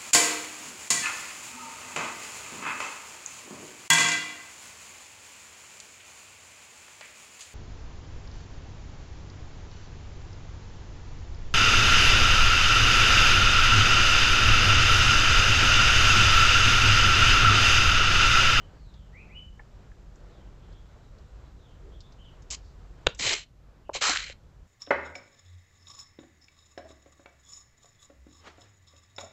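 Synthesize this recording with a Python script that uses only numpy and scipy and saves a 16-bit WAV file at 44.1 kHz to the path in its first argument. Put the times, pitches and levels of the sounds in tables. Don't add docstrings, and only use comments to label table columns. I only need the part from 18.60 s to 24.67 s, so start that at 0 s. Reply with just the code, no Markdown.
import sys
import numpy as np
from scipy import signal
from scipy.fft import rfft, irfft, next_fast_len
from scipy.io import wavfile
from scipy.ndimage import map_coordinates

SR = 44100
rng = np.random.default_rng(int(sys.argv[2]) if len(sys.argv) > 2 else 0)


def materialize(psi):
    bounded = np.clip(np.atleast_2d(psi).T, -1, 1)
    quanta = np.round(bounded * 32767).astype(np.int16)
    wavfile.write(sys.argv[1], SR, quanta)


N = 267731


def amp(db):
    return 10 ** (np.asarray(db) / 20)


def unit(x):
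    return x / np.sqrt(np.mean(x ** 2) + 1e-20)


def along(points, hz):
    freqs, values = np.transpose(points)
    return np.interp(np.log(hz + 1), np.log(freqs + 1), values)


def wobble(rate):
    knots = rng.standard_normal(int(N * rate / SR) + 4)
    return map_coordinates(knots, [np.arange(N) * rate / SR])


def filtered(x, response):
    size = next_fast_len(len(x) + SR // 4)
    return irfft(rfft(x, size) * response(np.fft.rfftfreq(size, 1 / SR)), size)[:len(x)]


def coloured(x, spectrum):
    return unit(filtered(x, lambda hz: amp(along(spectrum, hz))))


def resonance(f, hz, width_hz):
    return 1j * f * width_hz / (hz * hz - f * f + 1j * f * width_hz)


def resonate(x, modes):
    return filtered(x, lambda f: sum((-1) ** k * amp(db) * resonance(f, hz, width_hz)
                                     for k, (hz, width_hz, db) in enumerate(modes)))


def compact_pulse(spectrum, size=2048):
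    cepstrum = irfft(np.log(amp(along(spectrum, np.fft.rfftfreq(size, 1 / SR)))))
    cepstrum[1:size // 2] *= 2
    cepstrum[size // 2 + 1:] = 0
    return irfft(np.exp(rfft(cepstrum)))


def burst(t60, size=4096):
    return rng.standard_normal(size) * amp(-60 * np.arange(size) / SR / t60)


def snap(hz, width_hz, t60):
    return filtered(burst(t60), lambda f: resonance(f, hz, width_hz) ** 3)


def grains(rate, spread_db):
    chance, size, sign = rng.random(N), rng.standard_normal(N), rng.choice([-1, 1], N)
    return (chance < rate / SR) * sign * amp(spread_db * size)


def add(track, start, sound, peak_db):
    part = track[max(round(start * SR), 0):][:len(sound)]
    part += (amp(peak_db) * sound / np.abs(sound).max())[:len(part)]


def echo(x, decay, delay):
    hz, t, spectra = signal.stft(rng.standard_normal(SR // 2), SR, nperseg=256)
    tail = signal.istft(spectra * amp(-60 * t / along(decay, hz)[:, None]), SR, nperseg=256)[1]
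    delayed = np.pad(x, (round(delay * SR), 0))
    return signal.fftconvolve(delayed, tail / np.linalg.norm(tail))[:N]


def traffic():
    # frequency in Hz, relative level in dB.
    rumble_spectrum = [(15, -12.5), (30, -6.5), (46, 4), (62, -4), (95, -9), (145, -13.5), (200, -20),
                       (300, -30), (600, -47.5)]
    wash_spectrum = [(100, -12.5), (220, -1), (350, 1), (500, 0.5), (800, -5), (1400, -8), (2300, -16.5),
                     (4000, -21), (7500, -33.5), (9000, -18)]
    dip_start_s, fall_s, depth_db, recovery_db_per_s = 4.45, 0.43, -6, 2.5
    since = np.arange(N) / SR - dip_start_s
    fall_db = depth_db * np.clip(since / fall_s, 0, 1)
    recovery_db = recovery_db_per_s * np.maximum(since - fall_s, 0)
    rumble = amp(-48 + 0.24 * wobble(2.3)) * coloured(rng.standard_normal(N), rumble_spectrum)
    wash = amp(-60 + 2.0 * wobble(12)) * coloured(rng.standard_normal(N), wash_spectrum)
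    return amp(np.minimum(fall_db + recovery_db, 0)) * (rumble + wash)


def engine():
    # time in seconds, firing rate in Hz, level in dB.
    course = [(0, 47.75, -64), (0.4, 49.1, -58.5), (1.1, 49.58, -64.5), (2.2, 44.96, -65.5),
              (3, 44.36, -74), (6.07, 44.94, -80)]
    # multiple of the firing rate, relative level in dB.
    orders = [(1, 3), (2, -1.5), (3, 0.5), (4, -1)]
    t = np.arange(N) / SR
    times, rates_hz, levels_db = np.transpose(course)
    firing_hz = np.interp(t, times, rates_hz) * (1 + 0.011 * wobble(9))
    phase = 2 * np.pi * np.cumsum(firing_hz) / SR
    drone = sum(amp(db + 2.9 * wobble(8)) * np.sin(k * phase) for k, db in orders)
    return amp(np.interp(t, times, levels_db)) * drone


def whistle(start, length, first_hz, last_hz, db, blur_hz):
    out, t = np.zeros(N), np.arange(N) / SR
    on = (t > start) & (t < start + length)
    progress = (t[on] - start) / length
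    hz = last_hz + (first_hz - last_hz) * (1 - progress) ** 1.6 + blur_hz * wobble(700)[on]
    out[on] = amp(db) * np.sin(np.pi * progress) * np.sin(2 * np.pi * np.cumsum(hz) / SR)
    return out


def birds():
    # start in seconds, length in seconds, first pitch in Hz, level in dB.
    falls = [(0.103, 0.45, 5200, -68), (1.65, .25, 4490, -70.5), (2.961, .22, 4190, -67.5)]
    # start in seconds, length in seconds, first and last pitch in Hz, level in dB.
    chirps = [(-0.03, 0.088, 2890, 3000, -61.5), (0.526, .11, 1730, 2670, -50),
              (0.686, 0.071, 1803, 2690, -52.5), (0.744, .063, 2854, 3048, -42.5),
              (2.007, .08, 2880, 3450, -69), (2.121, .08, 3300, 3370, -65),
              (3.311, 0.077, 3270, 3510, -63.5), (3.421, 0.073, 3380, 3650, -62),
              (3.578, 0.071, 2840, 3096, -59), (3.635, .075, 3722, 2764, -58.5),
              (5.241, 0.065, 2780, 2905, -67)]
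    # frequency in Hz, reverberation time of the trees in seconds.
    tree_decay = [(1000, 0.28), (5000, 0.42)]
    song, nearest_db = np.zeros(N), max(row[-1] for row in chirps)
    for start, length, first_hz, db in falls:
        song += whistle(start, length, first_hz, last_hz=2860, db=db, blur_hz=164)
    for start, length, first_hz, last_hz, db in chirps:
        blur_hz = 38 * 2 ** ((nearest_db - db) / 10)
        song += whistle(start, length, first_hz, last_hz, db, blur_hz)
    song += twitter(count=4)
    return amp(-0.5) * song + amp(-2.5) * echo(song, tree_decay, delay=0.014)


def handling():
    # start in seconds, level in dB, pitch in Hz.
    ticks = [(0.3387, -51, 4100), (1.5567, -52.5, 7080), (2.1246, -55, 4360), (2.5838, -55, 4610),
             (3.4053, -41.5, 4540), (3.5226, -52, 4460), (3.8217, -47, 5700), (4.548, -40, 6800)]
    # start in seconds, level in dB, pitch in Hz, 60 dB decay time in seconds.
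    knocks = [(0.994, -42.5, 1735, 0.05), (0.997, -44, 844, .025), (1.316, -52.5, 1690, 0.029),
              (3.925, -45, 1082, 0.083), (4.466, -32, 148, .025), (4.6, -33, 205, 0.039),
              (4.651, -34, 106, 0.059), (4.668, -29.5, 448, 0.059), (5.293, -25, 520, .013),
              (5.296, -29, 820, 0.011), (5.35, -32, 580, 0.044), (5.412, -29.5, 597, 0.054),
              (5.489, -31, 301, .09), (5.492, -21.5, 724, 0.045), (5.697, -41, 554, 0.018)]
    out, t = np.zeros(N), np.arange(SR // 8) / SR
    for start, db, hz in ticks:
        add(out, start, snap(hz, 0.77 * hz, t60=0.055), db - 1)
    attack = (1 - np.exp(-t / 0.0008)) ** 4
    for start, db, hz, t60 in knocks:
        ring = attack * np.sin(2 * np.pi * hz * t) * amp(-60 * t / t60)
        add(out, start, ring, db - 4)
        add(out, start, snap(hz, 0.62 * hz, t60), db - 1.5)
    return out


def rustles():
    # centre in seconds, Gaussian width in seconds, level in dB, pitch in Hz.
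    rubs = [(1.79, 0.05, -61.5, 396), (3.29, 0.057, -57.5, 347), (4.07, 0.04, -69, 4500),
            (4.588, 0.007, -51.5, 6560)]
    out, t = np.zeros(N), np.arange(N) / SR
    for centre, width, db, hz in rubs:
        band = [(hz, 0.56 * hz, 0)]
        slips = grains(rate=4300, spread_db=0.5)
        friction = unit(resonate(resonate(slips, band), band))
        out += amp(db) * np.exp(-((t - centre) / width) ** 2 / 2) * friction
    return out


def twitter(count):
    from_s, until_s, note_s, pitch_hz, level_db = 2.15, 3.0, 0.091, 4030, -71.5
    out = np.zeros(N)
    for k, (late, louder, higher) in enumerate(rng.uniform(-1, 1, (count, 3))):
        hz = pitch_hz * (1 + 0.08 * higher)
        start = from_s + (until_s - from_s) * (k + 0.3 + 0.2 * late) / count
        out += whistle(start, note_s, 0.88 * hz, hz, level_db + 2 * louder, blur_hz=350)
    return out


def under_sole(x, gap_hz, sharpness):
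    hz, t, spectra = signal.stft(x, SR, nperseg=256)
    ratio = hz[:, None] / np.interp(t, np.arange(N) / SR, gap_hz)
    gain = ratio ** 2 / np.abs(1 - ratio ** 2 + 1j * ratio / sharpness)
    return signal.istft(spectra * gain ** 2, SR, nperseg=256)[1][:N]


def scuffs():
    # start, start and end of full weight, and lift-off in seconds; grinding level in dB;
    # first touch, sand and rubber in dB relative to it; gap resonance at full weight in Hz.
    strokes = [(3.903, 3.911, 3.95, 3.965, -44, -5.5, 10, -10, 2180),
               (4.59, 4.668, 4.737, 4.84, -28.5, -6.5, -.5, -10, 2000),
               (5.331, 5.363, 5.368, 5.407, -32.5, -15.5, -1, -3.5, 2154),
               (5.408, 5.435, 5.495, 5.727, -24.3, -8.5, -3, -17.5, 882)]
    # frequency in Hz, relative level in dB.
    grit_spectrum = [(500, -13.5), (1400, -0.5), (1800, -3.5), (2250, 0.5), (2700, -4), (3100, 0.5),
                     (3400, -5.5), (4200, 3.5), (4700, -13), (5600, -25.5), (8000, -48)]
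    sand_spectrum = [(2500, -44), (4000, -13), (4700, 1), (5700, -1.5), (6500, 1), (7500, 1.5), (9000, -12)]
    rubber_spectrum = [(30, 5.5), (90, -8.5), (160, -7.5), (260, -1), (450, 9), (750, 5.5), (1200, 7),
                       (2000, -22.5), (4000, -44.5)]
    bite_s, lift_s, ease_db, open_gap_hz = 0.006, 0.014, -25, 2150.0
    t = np.arange(N) / SR
    grit_gain, sand_gain, rubber_gain = np.zeros((3, N))
    gap_hz = np.full(N, open_gap_hz)
    for start, full, until, end, db, touch_db, sand_db, rubber_db, flat_hz in strokes:
        contact = np.clip((t - start) / bite_s, 0, 1) * np.clip(1 - (t - end) / lift_s, 0, 1) ** 2
        press_db = np.interp(t, [start, full], [touch_db, 0])
        weight_db = press_db + ease_db * np.interp(t, [until, end], [0, 1]) ** 0.86
        swept_db = np.interp(t, [start, end], [0, -5.5])
        grit_gain += contact * amp(db + weight_db)
        sand_gain += contact * amp(db + weight_db + sand_db + swept_db)
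        rubber_gain += contact * amp(db + rubber_db + 1.5 * weight_db)
        gap_hz *= (flat_hz / open_gap_hz) ** (contact * amp(0.6 * weight_db))
    grit = coloured(grains(rate=9000, spread_db=2), grit_spectrum)
    grit = unit(under_sole(grit, gap_hz, sharpness=1.32))
    sand = coloured(grains(rate=7000, spread_db=1), sand_spectrum)
    rubber = coloured(grains(rate=2700, spread_db=3.5), rubber_spectrum)
    judder, slip = amp(1.7 * wobble(220)), amp(1.5 * wobble(70))
    return judder * (grit_gain * grit + sand_gain * sand) + slip * rubber_gain * rubber


def stones():
    # start in seconds, peak level in dB, pitch in Hz.
    fractures = [(3.904, -24.5, 6000), (3.912, -26, 6000), (4.596, -20.5, 3400), (4.6927, -15.5, 3700),
                 (4.7315, -18.5, 3620), (4.737, -15, 5600), (5.4226, -13, 4000), (5.495, -11, 4600),
                 (5.5588, -17.5, 1690), (5.5716, -14.5, 3020), (5.627, -33, 2299), (5.699, -31, 2400)]
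    out = np.zeros(N)
    for start, db, hz in fractures:
        add(out, start, snap(hz, 1.5 * hz, t60=0.018), db)
    return out


def clack():
    # start in seconds, level in dB.
    strikes = [(4.4661, -15), (4.4694, 1.0)]
    # mode frequency in Hz, bandwidth in Hz, relative level in dB.
    modes = [(490, 64, 4.5), (1209, 120, -10), (2230, 62, -9.5), (2894, 170, -2), (3000, 89, -6),
             (3680, 200, -1.5), (4100, 110, -8), (4480, 110, -20), (4700, 160, -11), (5375, 80, -21.5),
             (5900, 92, -27.5), (6700, 480, -16.5)]
    # frequency in Hz, relative level in dB.
    push_spectrum = [(30, 3.5), (120, -0.5), (300, -7.5), (500, -1), (800, -6), (1050, -5), (1550, 2),
                     (2050, -13.5), (2650, -3), (3600, -7), (4100, -17.5), (5000, -18.5), (7500, -28),
                     (12000, -52.5)]
    push = compact_pulse(push_spectrum)
    t = np.arange(len(push)) / SR
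    damping = amp(-60 * t / 0.045)
    ring = resonate(signal.unit_impulse(len(t)), modes) * damping
    rattle = burst(t60=0.026, size=len(t)) * (1 - np.exp(-t / 0.001))
    chatter = np.convolve(push, rattle)[:len(t)]
    blow = unit(ring) + amp(-1.5) * unit(push) + amp(-6.5) * unit(chatter)
    out = np.zeros(N)
    for start, db in strikes:
        add(out, start, blow, db - 1)
    return out


def scene():
    # frequency in Hz, reverberation time of the yard in seconds.
    yard_decay = [(200, 0.13), (1500, 0.19), (4000, 0.19), (9000, .08)]
    near = scuffs() + stones() + clack() + handling() + rustles()
    reflections = amp(-22) * echo(near, yard_decay, delay=0.016)
    return (near + reflections + birds() + traffic() + engine())[None]


def record(dry):
    # frequency in Hz, relative level in dB.
    microphone_response = [(7600, 0), (7850, -5), (8050, -10.5), (8350, -16.5), (8550, -42.5), (9000, -71)]
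    hiss_spectrum = [(100, 3), (8500, -2.5), (11000, -3.5), (15000, -3)]
    top_hz = 15500
    sound = filtered(dry[0], lambda hz: amp(along(microphone_response, hz)))
    rounded = sound / (1 + sound ** 8) ** (1 / 8)
    hiss = amp(-83.5) * coloured(rng.standard_normal(N), hiss_spectrum)
    return filtered(rounded + hiss, lambda hz: hz < top_hz)[None]


dry = scene()
out = record(dry)
materialize(out)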